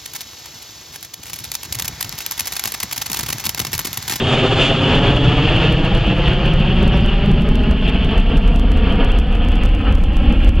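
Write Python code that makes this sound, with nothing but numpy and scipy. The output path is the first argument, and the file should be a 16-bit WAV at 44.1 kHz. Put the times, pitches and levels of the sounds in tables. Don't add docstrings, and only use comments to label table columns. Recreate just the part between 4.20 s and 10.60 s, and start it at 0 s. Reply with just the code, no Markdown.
import sys
import numpy as np
from scipy import signal
from scipy.fft import rfft, irfft
from scipy.io import wavfile
from scipy.ndimage import uniform_filter1d, minimum_filter1d

SR = 44100
rng = np.random.default_rng(int(sys.argv[2]) if len(sys.argv) > 2 else 0)


def file_out(sig):
    cols = np.atleast_2d(sig).T
    lim = np.clip(cols, -1, 1)
    pcm = np.round(lim * 32767).astype(np.int16)
    wavfile.write(sys.argv[1], SR, pcm)


N = 282240
TIME = np.arange(N) / SR
FREQS = np.maximum(np.arange(N // 2 + 1) * SR / N, 1)
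SIDES = np.array([[-1], [1]])
# time in seconds [s], relative strength in decibels [dB].
BUFFETS = [(0.095, -39), (.127, -36), (.2669, -39), (.4161, -35), (.5166, -41), (.623, -38), (0.755, -32),
           (.836, -38), (0.87, -34), (.9064, -37), (.965, -33), (1.0171, -42), (1.0491, -41), (1.1714, -40),
           (1.365, -32), (1.5258, -27.5), (1.5363, -41), (1.651, -33), (1.7511, -29), (1.778, -33),
           (1.8696, -37), (1.9644, -45), (1.9828, -38), (2.0842, -31), (2.135, -35), (2.261, -31.5),
           (2.3374, -31), (2.402, -38.5), (2.5614, -41), (2.6301, -30), (2.679, -28.5), (2.774, -33),
           (2.8078, -40), (2.862, -30.5), (2.8734, -46), (3.061, -34), (3.1162, -31.5), (3.2113, -39),
           (3.2214, -34), (3.29, -30), (3.356, -27.5), (3.437, -36.5), (3.5125, -29), (3.5223, -43.5),
           (3.6195, -43.5), (3.682, -35), (3.6957, -32), (3.7457, -39), (3.848, -33), (3.9129, -40),
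           (3.981, -29.5), (4.0018, -33.5), (4.0985, -42), (4.1725, -29.5), (4.178, -31.5), (4.2782, -30.5),
           (4.343, -42), (4.3609, -29), (4.397, -29), (4.5185, -29), (4.5742, -33), (4.701, -45.5),
           (4.725, -35.5), (4.7573, -40.5), (4.8458, -32.5), (4.8492, -30.5), (4.8818, -43), (4.9201, -30),
           (4.9888, -26.5), (4.999, -34), (5.1275, -38), (5.1535, -33.5), (5.2487, -37), (5.287, -30),
           (5.319, -37), (5.356, -31.5), (5.4365, -28), (5.4542, -29.5), (5.46, -29), (5.492, -40.5),
           (5.5506, -33.5), (5.6146, -43), (5.7107, -42), (5.7255, -32), (5.753, -29), (5.7851, -41.5),
           (5.839, -30), (5.934, -42), (5.9692, -27.5), (6.003, -41), (6.037, -44.5), (6.0992, -39.5),
           (6.1259, -31), (6.2475, -32), (6.2793, -34), (6.2925, -27.5), (6.356, -41)]


def exhaust(shimmer):
    # frequency in hertz [Hz], relative density in decibels [dB per Hz].
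    jet_spectrum = [(45, -20), (80, 4.5), (130, -0.5), (200, -1.5), (280, -3.5), (400, -9.5), (550, -13.5),
                    (800, -16), (1000, -21.5), (1300, -19), (1500, -22.5), (1750, -20.5), (2000, -26),
                    (2300, -24)]
    # time in seconds [s],
    # rumble level in decibels [dB], boost of the largest eddies before evening in decibels [dB].
    rumble_course = [(0, -19, 5), (.5, -18, 1), (.95, -15.5, 4), (1.6, -17.5, 7.5), (2.6, -16.5, 10.5),
                     (3.2, -14.5, 4), (3.8, -19, 5.5), (4.6, -21, 2), (5.2, -22, 9.5), (6.4, -20.5, 4)]
    roar_db, roar_fall = -22.5, 0.95
    rasp_db, rasp_fall = -30, 0.97
    rumble_db, boom_db = in_time(rumble_course)

    jet = with_ground(noise(jet_spectrum), echo=0.7, dull_hz=1320)
    low, upper = split(jet, 356)
    boom, rumble = split(low, 185)
    low = evened(rumble + boom * from_db(boom_db), span_s=0.11, slack=0.13)
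    boom, rumble = split(low, 183)
    low = boom * from_db(surging(150)) + rumble * from_db(surging(280))

    roar, rasp = split(upper, 1122)
    roar = evened(roar, span_s=0.097, slack=0.54)
    rasp, sizzle = split(evened(rasp, span_s=0.11, slack=.3), 1670, order=16)
    rasp = rasp * from_db(surging(1300)) + sizzle * from_db(surging(2100))

    flutter_db = 1.9 * shimmer + 0.8 * drift(32)
    return (low * from_db(rumble_db + 0.52 * shimmer)
            + roar * from_db(roar_db - roar_fall * spreading() + surging(690) + flutter_db)
            + rasp * from_db(rasp_db - rasp_fall * spreading() + flutter_db))


def fans(shimmer, hiss_loss_db_per_s=0.72, top_loss_db_per_s=2.5, fizz_loss_db_per_s=3.0,
         whine_side_db=-20, hiss_side_db=-15, top_side_db=-9):
    # frequency in hertz [Hz],
    # relative density in decibels [dB per Hz].
    whine_spectrum = [(1800, -30), (2100, -19.5), (2350, -6.5), (2550, -3), (2800, 1), (3050, 0.5),
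                      (3250, -1), (3480, -5), (3650, -8.5), (3800, -17), (4100, -35)]
    # frequency in hertz [Hz], relative density in decibels [dB per Hz].
    hiss_spectrum = [(3500, -19.5), (3850, 0.5), (4400, 2), (4850, -4), (5150, -5.5), (5400, -9.5),
                     (5650, -12), (6200, -10.5), (6900, -9.5), (7500, -12.5), (8200, -20.5), (9500, -22),
                     (11000, -35.5), (13000, -43.5)]
    whine_db, whine_fall = -23, 1.117
    pitch_ratio = 1.0037 - .007 * TIME

    whine = ragged(at_speed(noise(whine_spectrum), pitch_ratio))
    whine = with_ground(whine, echo=0.15, dull_hz=3000) + blade_tone()
    hiss, top = split(noise(hiss_spectrum), 5360, order=16)

    wide_hiss, wide_top = split(noise(hiss_spectrum), 5700, order=16)
    whine = whine + SIDES * from_db(whine_side_db) * at_speed(noise(whine_spectrum), pitch_ratio)
    hiss = hiss + SIDES * from_db(hiss_side_db) * wide_hiss
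    top = top + SIDES * from_db(top_side_db) * wide_top

    top, fizz = split(top, 6900, order=16)
    top = top + fizz * from_db(-fizz_loss_db_per_s * TIME)
    hiss = hiss + top * from_db(1.7 - top_loss_db_per_s * TIME + surging(6500) - surging(2700))
    sound = whine + hiss * from_db(-15.0 - hiss_loss_db_per_s * TIME)
    level_db = whine_db - whine_fall * spreading() + surging(2460)
    return sound * from_db(level_db + 1.85 * shimmer + .5 * drift(15))


def blade_tone(waver_hz=9):
    # time in seconds [s], frequency in hertz [Hz].
    blade_pitch = [(0, 3640), (.2, 3590), (.4, 3522), (.5, 3478), (.6, 3448), (.85, 3402), (1.1, 3355),
                   (1.6, 3270), (3.0, 3130), (6.4, 3060)]
    # time in seconds [s],
    # nominal level relative to the whine in decibels [dB].
    blade_level = [(0, -10), (.34, -15), (.38, -6.5), (.52, -1), (.56, -16), (.62, -2), (.74, -10),
                   (.82, -6.5), (1.08, -3), (1.3, -15), (3.0, -29), (6.4, -28.5)]
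    hz, = in_time(blade_pitch)
    db, = in_time(blade_level)
    phase = 2 * np.pi * np.cumsum(hz + waver_hz * drift(24)) / SR
    scattered = drift(32) * np.cos(phase) + drift(32) * np.sin(phase)
    return from_db(db) * (.8 * np.cos(phase) + .42 * scattered)


def wind():
    # frequency in hertz [Hz],
    # relative density in decibels [dB per Hz].
    eddy_spectrum = [(10, -15), (20, -4), (32, 3.5), (52, -0.5), (70, -7.5), (100, -33), (160, -22.5),
                     (400, -69)]
    speedup = .16
    wind_db = gusting()
    speed = from_db(speedup * (wind_db - np.median(wind_db)))
    eddies = at_speed(noise(eddy_spectrum), speed)
    return from_db(wind_db - 0.9) * evened(eddies, span_s=0.14, slack=0.4)


def buffets(crack_db=14.5, small_db=-36, spread_db=4.0, small_per_s=90, bunching_db=3,
            relax_hz=70, swell=0.81, swell_s=0.0096):
    double_crack_db, fore_crack_s, fore_crack_db = -31, .004, -14
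    wind_db = gusting()
    steps, swells = np.zeros(N), np.zeros(N)
    for (s, db), side in zip(BUFFETS, rng.standard_normal(len(BUFFETS))):
        height = np.sign(side) * from_db(db + crack_db)
        steps[round(s * SR)] -= height
        if db > double_crack_db:
            steps[round((s - fore_crack_s) * SR)] += height * from_db(fore_crack_db)
        age = (TIME - s) / swell_s
        near = np.abs(age) < 5
        swells[near] += swell * height * (1 - age[near] ** 2) * np.exp(-age[near] ** 2 / 2)

    ticks_per_s = small_per_s * from_db(.5 * (wind_db - wind_db.max()) + bunching_db * drift(19))
    born = rng.random(N) < ticks_per_s / SR
    sizes = from_db(small_db + spread_db * np.minimum(rng.standard_normal(N), 1))
    steps += born * sizes * rng.choice([-1, 1], N)

    decay = np.exp(-2 * np.pi * relax_hz / SR)
    cracks = signal.lfilter([1], [1, -decay], steps + 1e-18)
    dulled, _ = split(cracks, 14200, order=24)
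    return swells + dulled


def bird(curl_hz=350, length_s=0.017, upper_voice_hz=420, upper_db=-5):
    # time of the middle in seconds [s], lowest pitch of the lower voice
    # before its waver in hertz [Hz], peak level of that voice in decibels [dB].
    chirps = [(2.328, 5380, -51), (2.749, 5240, -47), (2.836, 4650, -46)]
    out, waver = np.zeros(N), .35 * drift(240)
    for s, hz, db in chirps:
        age = (TIME - s) / length_s
        phase = 2 * np.pi * length_s * (hz * age + curl_hz * age ** 3 / 3) + waver
        upper = from_db(upper_db) * np.sin(phase + 2 * np.pi * upper_voice_hz * TIME)
        out += from_db(db) * np.exp(-age ** 2) * (np.sin(phase) + upper)
    return out


def port_hiss(shared_db=-70.0, apart_db=-69.0, gust_s=0.028, buffet_db=7, rise_db_per_s=0.64, flicker_db=3.0):
    # frequency in hertz [Hz], relative density in decibels [dB per Hz].
    hiss_over_ports = [(2000, 5), (7000, -6), (12800, -10.5), (14500, -8.5), (15800, -16)]
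    level_db = rise_db_per_s * TIME + buffet_db * near_buffets(gust_s) + flicker_db * drift(8)
    shared = from_db(shared_db) * noise(hiss_over_ports)
    apart = SIDES * from_db(apart_db) * noise(hiss_over_ports)
    return from_db(level_db) * (shared + apart)


def with_ground(x, echo, dull_hz):
    # time in seconds [s], lag in milliseconds [ms].
    ground_lag = [(0, 7.8), (.6, 7.46), (1.1, 6.88), (1.6, 6.24), (2.1, 5.74), (3.1, 4.93), (4.1, 4.44),
                  (5.2, 4.0), (6.4, 3.63)]
    smooth, _ = split(x, dull_hz, order=2)
    return rms_one(x + echo * delayed(smooth, *in_time(ground_lag)))


def spreading():
    pass_s = 1.94
    return 10 * np.log10(1 + (TIME / pass_s) ** 2)


def surging(hz):
    # time of the middle in seconds [s],
    # half length in seconds [s], gain in decibels [dB], centre in hertz [Hz], half width in octaves [oct].
    surges = [(0.132, 0.018, 2.5, 450, 2), (.135, 0.031, 3.5, 10000, 2), (0.246, 0.02, 6, 900, 1.5),
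              (0.395, 0.038, 4, 900, 1.1), (0.438, 0.066, 10, 5000, 1.43), (0.46, 0.018, -5, 180, 0.82),
              (0.713, 0.052, 3.5, 2016, 5.2), (0.882, 0.07, 4, 1100, 2.1), (0.94, 0.037, -2, 2800, 1.1),
              (1.083, 0.013, 8, 169, 1.1), (1.34, 0.2, 2.5, 2970, 1.9), (1.427, 0.027, 3, 900, 3.3),
              (1.51, 0.022, 4.5, 200, 2), (1.803, 0.012, -10, 220, 1.8), (2.03, .035, -3, 170, 0.97),
              (2.076, 0.06, 5, 3200, 1.8), (2.206, .032, -7.5, 160, 0.92), (2.266, 0.02, 1.5, 200, 1.7),
              (2.42, 0.027, 3, 170, .8), (2.63, 0.031, 7, 230, 0.58), (2.745, 0.028, 1, 900, 3.6),
              (2.937, 0.07, -6, 200, 2), (3.032, 0.04, 2.5, 1600, 1.5), (3.106, 0.038, 3.5, 210, 0.8),
              (3.143, .02, -3, 900, 1.8), (3.33, 0.2, -3, 1890, 4.4), (3.413, 0.026, 3, 210, 1),
              (3.586, 0.049, -4, 500, 2.3), (3.668, 0.032, 8, 4000, 1.2), (3.798, 0.11, 3, 3800, 1.5),
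              (3.96, 0.038, 4, 910, 2.5), (4.032, 0.049, -4.5, 400, 3.8), (4.143, 0.054, 3.5, 280, 3.5),
              (4.202, .025, -4.5, 600, 5.5), (4.366, 0.11, -4, 1980, 0.98), (4.717, 0.076, 3.5, 350, 4.9),
              (4.69, 0.037, 3, 2970, 2.4), (4.821, 0.033, 8, 950, 2.4), (4.79, 0.16, 2, 1100, 0.66),
              (4.935, 0.049, 2, 2220, 1.8), (5.05, 0.057, -2.5, 1200, 6.5), (5.282, 0.068, 2, 600, 2.2),
              (5.426, 0.019, 5, 3500, 2.6), (5.687, 0.05, 4.5, 600, 3.5), (5.692, 0.085, 5, 1300, 0.31),
              (5.84, 0.13, -3, 1200, 3.1), (6.075, 0.057, 6, 250, 1.7), (6.114, .022, 1, 700, 1.1),
              (6.08, 0.037, 4, 3000, 1.2), (6.255, 0.05, 3, 3200, 1.2), (6.332, 0.041, -3.5, 2000, 6)]
    coarse = TIME[::100]
    gain_db = np.zeros(len(coarse))
    for s, length, db, centre, octaves in surges:
        age = (coarse - s) / length
        offset = np.log2(hz / centre) / octaves
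        gain_db += db * np.exp(-np.abs(age) ** 3 - offset ** 2)
    return np.interp(TIME, coarse, gain_db)


def ragged(x, edges_hz=(2550, 2800, 3050, 3300), depth_db=1.8, rate=22):
    out = 0
    for hz in edges_hz:
        part, x = split(x, hz, order=40)
        out = out + part * from_db(depth_db * drift(rate))
    return rms_one(out + x * from_db(depth_db * drift(rate)))


def gusting():
    # time in seconds [s], relative level without gusts in decibels [dB].
    wind_rise = [(0, -29.5), (.28, -28.5), (.38, -24), (.62, -30), (.75, -20.5), (1.5, -19), (2.3, -17),
                 (2.8, -14.3), (3.7, -16), (4.4, -12.5), (5.15, -14.5), (6.4, -11)]
    gust_db, gust_s = 4.5, 0.02415
    wind_db, = in_time(wind_rise)
    return wind_db + gust_db * near_buffets(gust_s)


def near_buffets(span_s):
    full_gust_db = -30
    out = np.zeros(N)
    for s, db in BUFFETS:
        near = np.abs(TIME - s) < 4 * span_s
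        strength = min(from_db(db - full_gust_db), 1)
        bell = strength * np.exp(-((TIME[near] - s) / span_s) ** 2)
        out[near] = np.maximum(out[near], bell)
    return out


def two_ports(sound, lead_ms=0.018, apart_hz=900):
    turn = np.pi * FREQS * lead_ms / 1000 / (1 + (apart_hz / FREQS) ** 4)
    return irfft(rfft(sound) * np.exp(1j * turn * SIDES), N)


def noise(spectrum):
    hz, db = np.transpose(spectrum)
    gain = from_db(np.interp(np.log(FREQS), np.log(hz), db, left=-np.inf, right=-np.inf))
    return rms_one(irfft(rfft(rng.standard_normal(N)) * gain, N))


def drift(rate):
    return rms_one(irfft(rfft(rng.standard_normal(N)) / (1 + (FREQS / rate) ** 2), N))


def evened(x, span_s=.08, slack=.1):
    power = uniform_filter1d(rms_one(x) ** 2, size=int(span_s * SR))
    return rms_one(x / np.sqrt(power + slack))


def at_speed(noise_loop, speed):
    return np.interp(np.cumsum(speed) % (N - 1), np.arange(N), noise_loop)


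def split(x, hz, order=8):
    low = irfft(rfft(x) / (1 + (FREQS / hz) ** order), N)
    return low, x - low


def delayed(x, ms):
    return np.interp(TIME - ms / 1000, TIME, x, left=0)


def in_time(rows):
    s, *columns = np.transpose(rows)
    return [np.interp(TIME, s, c) for c in columns]


def from_db(db):
    return 10 ** (np.asarray(db) / 20)


def rms_one(x):
    return x / np.sqrt(np.mean(x ** 2) + 1e-20)


def scene():
    halving_db = 3.5
    shimmer = np.tanh(drift(20.5)) / (1 + (surging(2000) / halving_db) ** 2)
    aircraft = exhaust(shimmer) + fans(shimmer)
    return two_ports(aircraft + wind() + buffets() + bird()) + port_hiss()


def record(dry):
    cutoff_hz = 17000
    needed = 1 / np.maximum(np.abs(dry).max(axis=0), 1)
    gain = uniform_filter1d(minimum_filter1d(needed, size=401), size=401)
    low_pass = signal.cheby2(12, 70, cutoff_hz, fs=SR, output="sos")
    return signal.sosfilt(low_pass, dry * gain)


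dry = scene()
out = record(dry)
file_out(out)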